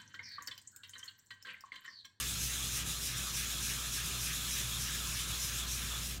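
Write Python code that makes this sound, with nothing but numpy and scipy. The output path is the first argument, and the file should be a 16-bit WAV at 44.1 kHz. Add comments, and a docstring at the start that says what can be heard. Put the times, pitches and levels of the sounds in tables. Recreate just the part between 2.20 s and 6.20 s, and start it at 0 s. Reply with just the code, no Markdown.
"""Wet pad scrubbing stone

A wet abrasive pad circles on a stone slab on a table, about three small loops a second.
Grit catches the stone in a dense hiss; hollows under hand and pad colour each part of the loop.
Squeezed water squelches, the table rumbles under the strokes and a motor hums in the workshop."""
import sys
import numpy as np
from scipy import signal
from scipy.fft import rfft, irfft
from scipy.io import wavfile

SR = 44100
rng = np.random.default_rng(int(sys.argv[2]) if len(sys.argv) > 2 else 0)


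def master_out(mix):
    """Clip the mix to full scale and print it as 16-bit PCM to the path in sys.argv[1]."""
    frames = np.transpose(np.atleast_2d(mix))
    ceiling = np.clip(frames, -1, 1)
    pcm = np.round(ceiling * 32767).astype(np.int16)
    wavfile.write(sys.argv[1], SR, pcm)


N = 176400
T = np.arange(N) / SR

# Hand loops (mid-push time [s], far-turn time [s], push strength [x], push pitch [Hz], hollow depth [x])
LOOPS = [(-.05, 0.03, 1, 4900, 1), (0.23, 0.325, 0.96, 5900, 1), (0.527, 0.618, 1, 5930, 0.84),
         (0.856, 0.94, 1.2, 5400, 1), (1.164, 1.25, 1, 5870, 1), (1.45, 1.525, 0.9, 5750, 1.06),
         (1.745, 1.83, 0.9, 5800, 0.65), (2.035, 2.13, .8, 5700, 1), (2.326, 2.417, 0.8, 5700, 0.9),
         (2.625, 2.705, .9, 5600, 1), (2.934, 3, 1, 5570, 1), (3.238, 3.32, 1.3, 5700, 1.06),
         (3.54, 3.637, 1.1, 5900, .9), (3.875, 3.94, .2, 5700, 0.75), (4.15, 4.23, 1, 5700, 0.6)]
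# Grit spectrum (frequency [Hz], density [dB])
GRIT_SPECTRUM = [(300, -17), (750, -22), (930, -14.5), (1060, -12), (1280, -2.5), (1450, -10), (1650, -4),
                 (1900, -11.5), (2500, -4), (3000, -4.5), (3500, 0.5), (4100, -2.5), (4500, -9.5),
                 (4950, -4.5), (6000, -4.5), (6800, -1.5), (7500, -3), (8100, -7), (8900, -6), (10000, -8),
                 (11200, -8), (13000, -11), (15700, -15)]
# Scrubbing effort, used relative to its median (time [s], level [dB])
EFFORT = [(0.0, -36.5), (0.05, -42), (0.09, -38.5), (0.18, -41.5), (0.24, -36.5), (0.3, -40), (0.35, -39.5),
          (0.42, -40.5), (0.45, -39.5), (0.51, -41.0), (0.57, -36.5), (0.61, -40.5), (0.64, -47),
          (0.66, -41.5), (0.7, -39), (0.8, -43.5), (0.83, -38.5), (0.87, -37.5), (0.95, -44.5),
          (0.98, -39.5), (1.1, -42.0), (1.12, -43), (1.17, -37), (1.26, -42.0), (1.32, -39.5), (1.35, -41),
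          (1.41, -41.0), (1.44, -38.5), (1.5, -38), (1.55, -41.0), (1.67, -41.5), (1.7, -43.5),
          (1.74, -38.5), (1.77, -38.0), (1.83, -43), (1.86, -39.5), (1.99, -42.0), (2.01, -39.5),
          (2.07, -37.5), (2.11, -41.5), (2.16, -38.0), (2.19, -41.5), (2.4, -37.5), (2.44, -42),
          (2.51, -40), (2.58, -42.0), (2.62, -38.5), (2.69, -41), (2.76, -39.5), (2.82, -42), (2.86, -40.5),
          (2.93, -40.5), (3.0, -39.0), (3.07, -43.5), (3.09, -40.5), (3.19, -41.5), (3.25, -37.5),
          (3.32, -42), (3.39, -39.0), (3.46, -46), (3.52, -38.5), (3.6, -42), (3.71, -42.0), (3.83, -42.5),
          (3.86, -40.5), (3.92, -43), (3.98, -49), (3.99, -65)]
# Hiss response to effort (frequency [Hz], slope [dB/dB])
EFFORT_SLOPE = [(500, 0.08), (1300, 0.054), (2500, 0.54), (3500, 0.65), (5500, 1.08), (9000, 1.36),
                (16000, 0.87)]
# Low-mid weight, used relative to its median (time [s], level [dB])
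LOW_MID_LEVEL = [(0.0, -51), (0.24, -56), (0.33, -53), (0.49, -54.5), (0.6, -52), (0.85, -56),
                 (0.93, -52.5), (1.46, -51.5), (1.51, -50.5), (1.75, -52), (1.77, -50.5), (2.04, -51),
                 (2.12, -48.5), (2.15, -51.5), (3.16, -51), (3.24, -53.5), (3.32, -50), (3.35, -53.5),
                 (3.45, -48.5), (3.51, -54), (3.74, -49.5), (3.89, -57), (3.91, -56), (4.0, -61.5)]
# Hollows (centre [Hz], width [oct], gain [dB], place [loops], length [loops], glide [oct/loop])
HOLLOWS = [(1875, 0.17, 7, 0.18, 0.098, -0.022), (2730, .13, 3.5, 0.14, 0.056, -0.21),
           (3330, 0.027, 6, 0.63, 0.061, -0.48), (4240, 0.036, 8.5, 0.74, 0.057, 0.086),
           (1220, 0.11, 4, 0.69, 0.096, -0.93), (684, 0.23, 10, 0.56, 0.12, -0.64),
           (980, 0.059, 7.5, 0.78, 0.073, 0.08), (1260, 0.057, -10.5, 0.92, 0.068, 0.42),
           (3470, 0.19, -4, 1, 0.089, 0.06), (7000, 0.15, -4, 0.08, 0.065, 0)]
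# Rasp of the forward push (width [oct], gain [dB], place [loops], length [loops], glide [oct/loop])
PUSH_RASP = (0.12, 4.65, 0.014, 0.15, 0.15)


def scrub(grains_per_s=11000, smooth_share=0.45, far_turn_loops=0.18):
    """Grit catches the stone; effort, hollows and water shape the hiss."""
    clicks = np.sqrt(1 - smooth_share) * grains(grains_per_s, spread_db=2)
    hiss = np.sqrt(smooth_share) * rng.standard_normal(N)
    hz, t, spectrum = signal.stft(clicks + hiss, SR, nperseg=512, noverlap=384)
    hz = hz[:, None]
    push_s, far_s, *per_loop = np.transpose(LOOPS)
    loop = np.arange(len(push_s))
    turn = np.interp(t, np.c_[push_s, far_s].ravel(), np.c_[loop, loop + far_turn_loops].ravel())
    push, push_hz, depth = (np.interp(t, push_s, column) for column in per_loop)
    effort_db, low_mid_db = at_time(EFFORT, t), at_time(LOW_MID_LEVEL, t)
    db = at_hz(GRIT_SPECTRUM, hz) + at_hz(EFFORT_SLOPE, hz) * (effort_db - np.median(effort_db))
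    db += depth * sum(resonance(hz, turn, *row) for row in HOLLOWS)
    db += push * resonance(hz, turn, push_hz, *PUSH_RASP)
    low_mid_band = bell(np.log2((hz + 1) / 1220) / 0.85)
    db += 0.9 * (low_mid_db - np.median(low_mid_db)) * low_mid_band
    db += squelches(hz, t)
    db += flicker(hz, t)
    _, shaped = signal.istft(spectrum * amp(db), SR, nperseg=512, noverlap=384)
    return unit(shaped[:N])


def grains(per_s, spread_db):
    """Grit clicks of either sign, a few larger than the rest."""
    size = amp(spread_db * np.minimum(rng.exponential(1, N), 3.5))
    return unit(size * rng.choice([-1., 1.], N) * (rng.random(N) < per_s / SR))


def resonance(hz, turn, centre_hz, width_oct, gain_db, place, length, glide):
    """Gain in dB of a peak or notch that opens, glides and closes once a loop."""
    offset = (turn - place + .5) % 1 - .5
    detune_oct = np.log2((hz + 1) / centre_hz) - glide * offset
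    return gain_db * bell(offset / length) * bell(detune_oct / width_oct)


def flicker(hz, t, patch_db=1.5, patch_hz=200, patch_s=0.021, jitter_db=0.15):
    """Gain in dB: the hiss flickers in small patches of time and frequency."""
    patches = rng.standard_normal((len(hz), len(t)))
    patches = blur(patches, .5 * patch_hz / hz[1, 0], axis=0)
    patches = blur(patches, .5 * patch_s / t[1], axis=1)
    return patch_db * unit(patches) + jitter_db * rng.standard_normal(len(t))


# Wet squelches (time [s], centre [Hz], gain [dB], length [s])
SQUELCHES = [(0.463, 3500, 4, 0.032), (1.36, 3500, 2, 0.016), (2.55, 3580, 6, .02), (2.81, 3400, -1, 0.013),
             (3.13, 3450, 5.5, 0.0072), (3.43, 3430, 7, 0.0068), (3.75, 3360, 8, .015)]


def squelches(hz, t, width_hz=140):
    """Gain in dB of brief narrow bands as the water film is squeezed out."""
    return sum(gain_db * bell((t - time_s) / length_s) * bell((hz - centre_hz) / width_hz)
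               for time_s, centre_hz, gain_db, length_s in SQUELCHES)


# Table spectrum (frequency [Hz], density [dB])
RUMBLE_SPECTRUM = [(25, -33), (42, -13), (70, -2), (95, -0.5), (110, -1.5), (122, 8.5), (135, 0),
                   (160, 0.5), (200, -6), (240, -9.5), (280, -14), (380, -14.5), (500, -21), (800, -24),
                   (1500, -43)]
# Rumble envelope before trim (time [s], level [dB])
RUMBLE_LEVEL = [(0.0, -49.5), (0.24, -45.5), (0.29, -48.5), (0.46, -46), (0.57, -49), (0.67, -42.5),
                (0.76, -51), (0.82, -47), (0.9, -48), (1.0, -46.5), (1.07, -49), (1.5, -46.5),
                (1.67, -52.5), (1.74, -45.5), (1.82, -48.0), (1.93, -44), (1.98, -48.5), (2.08, -46),
                (2.22, -48.5), (2.46, -45), (2.5, -48.5), (2.73, -46.5), (2.85, -48), (2.99, -48.5),
                (3.14, -46), (3.2, -52), (3.25, -48), (3.53, -48.5), (3.58, -46.5), (3.75, -48),
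                (3.84, -46.5), (3.99, -46.5)]


def table_rumble(trim_db=-1.5):
    """The dragging pad shakes slab and table."""
    return amp(trim_db + at_time(RUMBLE_LEVEL, T)) * coloured(RUMBLE_SPECTRUM)


# Deep hum envelope (time [s], level [dB])
HUM_LEVEL = [(0, -47), (.5, -47.5), (1.1, -48.5), (1.6, -48.5), (1.9, -48), (2.38, -48), (2.5, -46),
             (3.2, -46.5), (3.55, -44), (3.8, -45.5), (4, -44.5)]
# Upper hum lines (frequency [Hz], level [dB], waver [0-1])
HUM_LINES = [(120.3, -61.5, 0.5), (232.4, -65.5, 0.3)]


def motor():
    """A motor hums deeply, with two weaker lines above."""
    deep = amp(at_time(HUM_LEVEL, T)) * hum_line(hz=58.84, waver=0.11)
    return deep + sum(amp(db) * hum_line(hz, waver) for hz, db, waver in HUM_LINES)


def hum_line(hz, waver, waver_s=0.076):
    """A tone near rms 1, wavering in level and pitch."""
    real, imag = (unit(blur(noise, waver_s * SR, axis=0)) for noise in rng.standard_normal((2, N)))
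    carrier = np.exp(2j * np.pi * (hz * T + rng.random()))
    return ((np.sqrt(2) + waver * (real + 1j * imag)) * carrier).real


# Workshop air (frequency [Hz], density [dB])
AIR_SPECTRUM = [(20, -11), (40, -3), (60, -11), (200, -8.5), (500, -10), (1000, -23.5), (4000, -11.5),
                (16000, -41)]


def air(level_db=-61):
    """Steady background noise of the workshop."""
    return amp(level_db) * coloured(AIR_SPECTRUM)


def room(x, t60_s=0.26, tail_db=-14, predelay_s=.004):
    """Direct sound plus the workshop's short tail."""
    t = T[:SR // 2]
    tail = rng.standard_normal(len(t)) * (t > predelay_s) * amp(-60 * t / t60_s)
    return x + amp(tail_db) * signal.fftconvolve(x, tail / np.linalg.norm(tail))[:N]


def amp(db):
    """Decibels to gain."""
    return 10 ** (np.asarray(db) / 20)


def unit(x):
    """Scales to rms 1."""
    return x / np.sqrt(np.mean(x ** 2) + 1e-20)


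def bell(x):
    """Gaussian, height 1, sigma 1."""
    return np.exp(-.5 * x ** 2)


def at_hz(points, hz):
    """Reads a curve in log frequency."""
    knots_hz, values = np.transpose(points)
    return np.interp(np.log(hz + 1), np.log(knots_hz), values)


def at_time(points, t):
    """Reads a curve in time."""
    return np.interp(t, *np.transpose(points))


def coloured(spectrum):
    """Steady shaped noise, rms 1."""
    gain = amp(at_hz(spectrum, np.fft.rfftfreq(N, 1 / SR)))
    return unit(irfft(rfft(rng.standard_normal(N)) * gain, N))


def blur(x, sigma_steps, axis):
    """Gaussian smoothing along one axis."""
    n = x.shape[axis]
    kernel = np.exp(-2 * (np.pi * np.fft.rfftfreq(n) * sigma_steps) ** 2)
    return np.moveaxis(irfft(rfft(np.moveaxis(x, axis, -1)) * kernel, n), -1, axis)


def scene(scrub_db=-38.5):
    """Scrubbing, table, motor and air, alike in both channels."""
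    mix = amp(scrub_db) * unit(room(scrub())) + table_rumble() + motor() + air()
    return np.array([mix, mix])


def record(dry, cutoff_hz=15800):
    """Steep low-pass."""
    lowpass = signal.firwin(801, cutoff_hz, window=("kaiser", 9), fs=SR)
    return signal.oaconvolve(dry, lowpass[None], "same")


dry = scene()
out = record(dry)
master_out(out)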